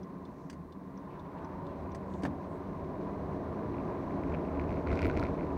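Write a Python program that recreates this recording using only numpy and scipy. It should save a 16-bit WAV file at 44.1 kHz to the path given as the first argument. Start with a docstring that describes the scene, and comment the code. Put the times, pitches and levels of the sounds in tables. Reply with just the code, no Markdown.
"""A relay ticks over the hum and road drumming of a small car's cabin, heard from the windscreen.
The car rounds a corner slowly, then speeds up: stalk clicks and a snap back end the ticking.
Filtered noise makes the road, tyres, blower and palms; sine multiples of the firing rate make the engine,
which climbs and shifts up; short bursts make the clicks. On bumps the cabin booms and loose trim rattles."""
import sys
import numpy as np
from scipy import signal
from scipy.fft import rfft, irfft
from scipy.io import wavfile
from scipy.ndimage import uniform_filter1d

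SR = 44100
rng = np.random.default_rng(int(sys.argv[2]) if len(sys.argv) > 2 else 0)


def bounce(signal):
    """Save signal as a 16-bit WAV file at the path given by the first command-line argument."""
    frames = np.transpose(np.atleast_2d(signal))
    limited = np.clip(frames, -1, 1)
    pcm = np.round(limited * 32767).astype(np.int16)
    wavfile.write(sys.argv[1], SR, pcm)


N = 245637
T = np.arange(N) / SR


def undb(db):
    """Decibels to gain."""
    return 10 ** (np.asarray(db) / 20)


def unit(x):
    """Scale to rms 1."""
    return x / np.sqrt(np.mean(x ** 2))


def noise():
    """White noise as long as the scene."""
    return rng.standard_normal(N)


def curves(table):
    """Each column of a table as a curve over time."""
    s, *columns = np.transpose(table)
    return [np.interp(T, s, column) for column in columns]


def walk(rate):
    """Random levels held 1 / rate s and smoothed twice; rms 1."""
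    hold = int(SR / rate)
    steps = np.repeat(rng.standard_normal(N // hold + 1), hold)
    smooth = uniform_filter1d(uniform_filter1d(steps, hold), hold)
    return unit(smooth[:N])


def swell(middle, half):
    """A smooth rise and fall around a moment; peak 1."""
    return np.exp(-((T - middle) / half) ** 2)


def resonate(x, modes):
    """Pass x through steep-sided resonances that add in power; rms 1."""
    f = np.fft.rfftfreq(len(x), 1 / SR) + 1
    power = 0
    for hz, width, db in modes:
        detune = (f * f - hz * hz) / (f * width * np.pi / 2)
        power = power + undb(db) ** 2 / (1 + detune ** 2) ** 2
    return unit(irfft(rfft(x) * np.sqrt(power), len(x)))


def coloured(points):
    """Noise whose spectrum joins points of frequency and level; rms 1."""
    hz, db = np.transpose(points)
    f = np.fft.rfftfreq(N, 1 / SR) + 1
    colour = undb(np.interp(np.log(f), np.log(hz), db))
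    return unit(irfft(rfft(noise()) * colour, N))


def blow(modes, t60, rise, size=8192):
    """A struck plastic part: its crowded modes swell within the contact time and die away."""
    t = np.arange(size) / SR
    shape = np.exp(-np.log(1000) * t / t60) * (1 - np.exp(-t / rise))
    ring = shape * resonate(rng.standard_normal(size), modes)
    # same energy for every random burst
    return ring * np.sqrt(np.sum(shape ** 2) / np.sum(ring ** 2)) / shape.max()


def knock(modes, rise, size=1024):
    """A light tap on a panel: a few damped cycles whose pitch depends on the spot touched; peak 1."""
    t = np.arange(size) / SR
    spot = 1 + 0.048 * rng.standard_normal()
    ring = np.zeros(size)
    for hz, width, db in modes:
        strength = undb(db + 5.7 * rng.standard_normal())
        ring += strength * np.exp(-np.pi * width * t) * np.sin(2 * np.pi * hz * spot * t)
    ring = ring * (1 - np.exp(-(t / rise) ** 2))
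    return ring / np.abs(ring).max()


def add(out, s, x):
    """Mix x into out at time s."""
    i = int(s * SR)
    out[i:i + len(x)] += x[:N - i]


# the car slows for the corner and pulls away: t/s, speed/(km/h)
SPEED_CURVE = [(0, 16.2), (.75, 11.8), (1.2, 18.7), (1.7, 22.7), (2.5, 26.4), (3.2, 31.2), (4.3, 38.9),
               (5.57, 40)]
REFERENCE_KMH = 30  # speed at which the rolling levels hold


def rolling(db, growth_db):
    """Gain of a sound that grows by a fixed step in dB for each doubling of speed."""
    kmh, = curves(SPEED_CURVE)
    return undb(db + growth_db * np.log2(kmh / REFERENCE_KMH))


# bumps in the road: t/s, strength level/dB
ROAD_BUMPS = [(1.84, -16), (3.72, -18), (4.32, -8.5), (4.59, -14), (4.72, -6), (4.929, 0.5), (5.05, 0),
              (5.199, -0.5), (5.44, -13)]
BUMP_RISE_S, BUMP_DECAY_S = 0.05, 0.085


def jolt():
    """How hard the body shakes: each bump builds quickly and the suspension damps it."""
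    shakes = []
    for s, db in ROAD_BUMPS:
        decay = np.exp(-np.abs(T - s) / BUMP_DECAY_S)
        shakes.append(undb(db) * np.where(T < s, swell(s, BUMP_RISE_S), decay))
    return np.linalg.norm(shakes, axis=0)


# heater blower in its ducts: f/Hz, width/Hz, level/dB
BLOWER_DUCT_MODES = [(161.5, 45, 0), (190, 26, 4.5), (270, 32, 0.5), (1030, 38, -16), (1056, 16, -4),
                     (1157, 41, -17), (1900, 130, -31)]


def blower():
    """Noise through duct resonances: a steady hollow hum with a breathy note near 1 kHz at any speed."""
    return undb(-48.0) * resonate(noise(), BLOWER_DUCT_MODES)


# resonances of the cabin air: f/Hz, width/Hz, level/dB
CABIN_AIR_MODES = [(44.5, 13, -8), (62, 18, -8.5), (80, 9, 1.5), (108, 7.3, -7)]
# resonances of the body panels: f/Hz, width/Hz, level/dB
BODY_PANEL_MODES = [(157.3, 23.4, -0.5), (194, 88, -5.5), (278.2, 25.2, 2), (358.4, 52, -1.5),
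                    (447, 130, -7.5), (633.5, 106, -7.5)]
# resonances of the tyre tread: f/Hz, width/Hz, level/dB
TYRE_TREAD_MODES = [(905, 242, -0.5), (998, 80, 4.5), (1076, 42, -3), (1188, 31, -2.5), (1490, 445, -14),
                    (1880, 350, -22)]
# spectrum of the soft rush: f/Hz, level/dB
RUSH_SPECTRUM = [(600, -16.5), (1500, 15.5), (2200, 6.5), (3100, -3), (4000, 3.5), (5000, -4.5),
                 (6200, -3.5), (7100, -16), (9000, -14), (12000, -32), (16000, -38)]
# level at the reference speed (dB) and growth for each doubling of speed (dB)
BOOM_DB, BOOM_GROWTH_DB = -48.5, 7.5
DRONE_DB, DRONE_GROWTH_DB = -40, 9
TREAD_DB, TREAD_GROWTH_DB = -49.5, 7.5
RUSH_DB, RUSH_GROWTH_DB = -68.5, 4.5
# what a jolt of strength 1 adds (dB)
JOLT_BOOM_DB, JOLT_DRONE_DB, JOLT_RUSH_DB = -31, -33, -60.5
# the tyres scrub through the corner: middle (s), half length (s), level (dB)
CORNER_S, CORNER_HALF_S, SCRUB_DB = 1.48, 0.5, -52.5


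def road():
    """The road surface shakes cabin air and panels; the tread sings near 1 kHz under a soft rush."""
    shake = jolt()
    boom_gain = np.hypot(rolling(BOOM_DB, BOOM_GROWTH_DB), undb(JOLT_BOOM_DB) * shake)
    boom = boom_gain * resonate(noise(), CABIN_AIR_MODES)
    drone_gain = np.hypot(rolling(DRONE_DB, DRONE_GROWTH_DB), undb(JOLT_DRONE_DB) * shake)
    drone = drone_gain * resonate(noise(), BODY_PANEL_MODES)
    scrub = undb(SCRUB_DB) * swell(CORNER_S, CORNER_HALF_S)
    grip = np.hypot(rolling(TREAD_DB, TREAD_GROWTH_DB), scrub)
    # the grain of the asphalt makes the tread flutter
    tread = grip * undb(0.94 * walk(70)) * resonate(noise(), TYRE_TREAD_MODES)
    rush_gain = np.hypot(rolling(RUSH_DB, RUSH_GROWTH_DB), undb(JOLT_RUSH_DB) * shake)
    rush = rush_gain * undb(walk(27)) * coloured(RUSH_SPECTRUM)
    return boom + drone + tread + rush


# hands sliding on the steering wheel: middle t/s, half length/s, centre f/Hz, level/dB
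PALM_SWISHES = [(0.425, 0.11, 5740, -80.5), (1.127, 0.037, 2480, -70.5), (1.386, 0.009, 2450, -65.5),
                (1.716, 0.037, 2560, -71), (2.161, 0.081, 6800, -76), (2.53, 0.067, 8000, -81)]


def steering():
    """Palms brush the wheel as it is turned and let run back: short swells of band noise."""
    out = np.zeros(N)
    for s, half, hz, db in PALM_SWISHES:
        out += undb(db) * swell(s, half) * resonate(noise(), [(hz, 0.27 * hz, 0)])
    return out


# the relay pulling in: f/Hz, width/Hz, level/dB
RELAY_TICK_MODES = [(3420, 350, -5), (4080, 200, -10), (5040, 250, -1), (5800, 200, 0), (5900, 330, -2)]
# the relay dropping out: f/Hz, width/Hz, level/dB
RELAY_TOCK_MODES = [(2960, 220, -3), (3550, 150, 3), (4130, 270, -3), (4800, 250, -7), (5750, 500, -10),
                    (7600, 1800, -18.5)]
BLINK_START_S, BLINK_PERIOD_S, BLINK_ON_S = 0.031, 0.4716, 0.2205
TICK_DB, TOCK_DB = -62.5, -61


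def relay(count):
    """The indicator relay pulls in and drops out once for each blink."""
    out = np.zeros(N)
    for s in BLINK_START_S + BLINK_PERIOD_S * np.arange(count):
        add(out, s, undb(TICK_DB) * blow(RELAY_TICK_MODES, t60=0.038, rise=0.0004))
        add(out, s + BLINK_ON_S, undb(TOCK_DB) * blow(RELAY_TOCK_MODES, t60=0.041, rise=0.0004))
    return out


# indicator stalk and its cancelling cam: t/s, click level/dB, steering column thud level/dB
STALK_CLICKS = [(0.4986, -48.5, -70), (0.5285, -57.5, -47), (1.9477, -50.5, -54), (2.222, -59, -54),
                (2.2339, -50.5, -30), (2.251, -55, -29.5), (2.262, -62, -36.5)]
# plastic of the stalk: f/Hz, width/Hz, level/dB
STALK_CLICK_MODES = [(1820, 320, 8), (2970, 600, -2), (4730, 460, 1.5), (6120, 660, -0.5),
                     (7900, 880, -6.5), (9100, 520, -8), (14200, 4000, -24)]
# steering column: f/Hz, width/Hz, level/dB
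COLUMN_THUD_MODES = [(179, 94, 2), (280, 50, 8), (545, 330, 1.5), (830, 150, -8), (1290, 1020, -15.5),
                     (1740, 200, -7.5)]


def indicator():
    """The relay ticks and tocks; the stalk clicks over its cam and finally snaps back with a thud."""
    out = relay(count=5)
    for s, click_db, thud_db in STALK_CLICKS:
        add(out, s, undb(click_db) * blow(STALK_CLICK_MODES, t60=0.054, rise=0.00034))
        add(out, s, undb(thud_db) * blow(COLUMN_THUD_MODES, t60=0.058, rise=0.00035))
        # the body panels ring on after the thud
        add(out, s, undb(thud_db - 8.5) * blow(BODY_PANEL_MODES[:3], t60=0.33, rise=0.0091))
    return out


# body of the trim's knock: f/Hz, width/Hz, level/dB
TRIM_KNOCK_MODES = [(1414, 130, -1.5), (2180, 390, 7.5), (2360, 210, -10.5)]
# taps per second, level at the reference speed (dB), growth for each doubling of speed (dB)
TAPS_PER_S, TAP_DB, TAP_GROWTH_DB = 45, -59, 21
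JOLT_TAP_DB, TAP_SCATTER_DB = -40.5, 3.5  # added by a jolt of strength 1; random spread


def taps():
    """Light trim taps at random moments, stronger with speed and on the bumps."""
    out = np.zeros(N)
    force = rolling(TAP_DB, TAP_GROWTH_DB) + undb(JOLT_TAP_DB) * jolt()
    for i in np.flatnonzero(rng.random(N) < TAPS_PER_S / SR):
        scatter = undb(TAP_SCATTER_DB * rng.standard_normal())
        add(out, i / SR, force[i] * scatter * knock(TRIM_KNOCK_MODES, rise=0.00089))
    return out


# loudest knocks of loose trim, before the gains below: t/s, knock level/dB, sharp tick level/dB
TRIM_RATTLE = [(4.2357, -39, -68), (4.347, -35, -67), (4.596, -34.5, -65), (4.6924, -42.5, -66),
               (4.8718, -32, -57), (4.9154, -35, -55), (4.9272, -32, -58), (4.955, -42, -55),
               (4.9739, -35, -58), (4.9912, -31, -51), (5.0183, -31.5, -47), (5.0287, -30, -54),
               (5.0549, -28.5, -55), (5.098, -29, -55.5), (5.112, -37, -55), (5.1731, -31, -51),
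               (5.1961, -35, -48.5), (5.227, -29, -58), (5.2364, -39, -51), (5.4086, -39, -72)]
KNOCK_GAIN_DB, TICK_GAIN_DB = 1, 2.5
# edge of the trim's tick: f/Hz, width/Hz, level/dB
TRIM_TICK_MODES = [(4190, 1100, 7), (5960, 1200, -12), (8500, 3000, -26), (13000, 5000, -26.5)]
# short, faint bursts of very high hiss: t/s, level/dB
HIGH_HISS_BURSTS = [(5.058, -65), (5.067, -69), (5.207, -71)]
# chatter at the reference speed (dB), growth for each doubling of speed (dB), contacts per second
CHATTER_DB, CHATTER_GROWTH_DB, CHATTER_PER_S = -74, 7, 160
JOLT_CHATTER_DB = -49.5  # added by a jolt of strength 1


def dashboard():
    """Loose trim knocks on the bumps and chatters more with speed and shaking; faint high hiss bursts."""
    out = np.zeros(N)
    for s, knock_db, tick_db in TRIM_RATTLE:
        add(out, s, undb(knock_db + KNOCK_GAIN_DB) * knock(TRIM_KNOCK_MODES, rise=0.00079))
        add(out, s, undb(tick_db + TICK_GAIN_DB) * blow(TRIM_TICK_MODES, t60=0.0093, rise=0.00026))
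    for s, db in HIGH_HISS_BURSTS:
        burst = blow([(11500, 1970, 0), (14800, 2000, -2)], t60=0.05, rise=0.002)
        add(out, s, undb(db) * burst)
    chatter_gain = rolling(CHATTER_DB, CHATTER_GROWTH_DB) + undb(JOLT_CHATTER_DB) * jolt() ** 1.84
    contacts = (rng.random(N) < CHATTER_PER_S / SR) * noise()
    chatter = resonate(contacts, TRIM_KNOCK_MODES) + undb(-21) * resonate(contacts, TRIM_TICK_MODES)
    return out + chatter_gain * chatter


# the engine climbs, then shifts up: t/s, firing rate f/Hz
FIRING_RATE = [(0, 79), (.8, 77.9), (1.48, 89.34), (1.7, 94.46), (2.15, 97.4), (2.5, 92.54), (3.05, 99),
               (3.6, 105.8), (4.1, 108.2), (4.4, 77), (4.8, 78.07), (5.57, 82.43)]
# engine harmonics, firing rate first: multiple of the firing rate, level/dB
ENGINE_ORDERS = [(1, -0.5), (2, 1.5), (3, -8), (4, -8.5), (5, -16.5), (6, -6), (7, -10), (8, -13),
                 (10, -16.5), (11, -12)]
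# the throttle opens after the slowest point; levels closed and open at the reference speed
THROTTLE_S, THROTTLE_OPEN_S, COAST_DB, PULL_DB = 0.82, 0.77, -65, -49
# whine as the car pulls out of the corner: middle (s), half length (s), level (dB)
WHINE_S, WHINE_HALF_S, WHINE_DB = 1.55, 0.15, -52


def engine():
    """Wavering sine multiples of the firing rate swell with throttle and speed; the tenth whines briefly."""
    hz, = curves(FIRING_RATE)
    throttle = np.clip((T - THROTTLE_S) / THROTTLE_OPEN_S, 0, 1)
    phase = 2 * np.pi * np.cumsum(hz * (1 + 0.0031 * walk(20))) / SR
    hum = np.zeros(N)
    for multiple, order_db in ENGINE_ORDERS[1:]:
        waver = undb(order_db + 3.76 * walk(14))
        hum += waver * np.sin(round(multiple) * phase + rng.uniform(0, 2 * np.pi))
    # near 79 Hz the firing rate meets the cabin's air resonance and booms
    lift = 1 + 0.7 / (1 + ((hz - 79) / 4) ** 2)
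    firing = lift * undb(ENGINE_ORDERS[0][1] + 1.5 * walk(12)) * np.sin(phase)
    whine = undb(WHINE_DB) * swell(WHINE_S, WHINE_HALF_S) * unit(np.sin(10 * phase))
    loudness = rolling(COAST_DB + (PULL_DB - COAST_DB) * throttle, growth_db=3.5)
    return loudness * (firing + hum) + whine


def scene():
    """Everything that reaches the windscreen, as one channel."""
    bed = blower() + road() + steering()
    parts = indicator() + taps() + dashboard()
    return (bed + parts + engine())[None]


TOP_HZ = 15800


def record(dry):
    """A small camera adds its own hiss and a faint high whistle, and cuts the deep bass and the top."""
    whistle = undb(-94.5) * resonate(noise(), [(14700, 200, 0)])
    hiss = undb(-80) * noise()
    bass_cut = signal.butter(2, 30, "high", fs=SR, output="sos")
    top_cut = signal.ellip(10, 0.2, 70, TOP_HZ, fs=SR, output="sos")
    thin = signal.sosfilt(bass_cut, dry + hiss + whistle)
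    return signal.sosfilt(top_cut, thin)


dry = scene()
out = record(dry)
bounce(out)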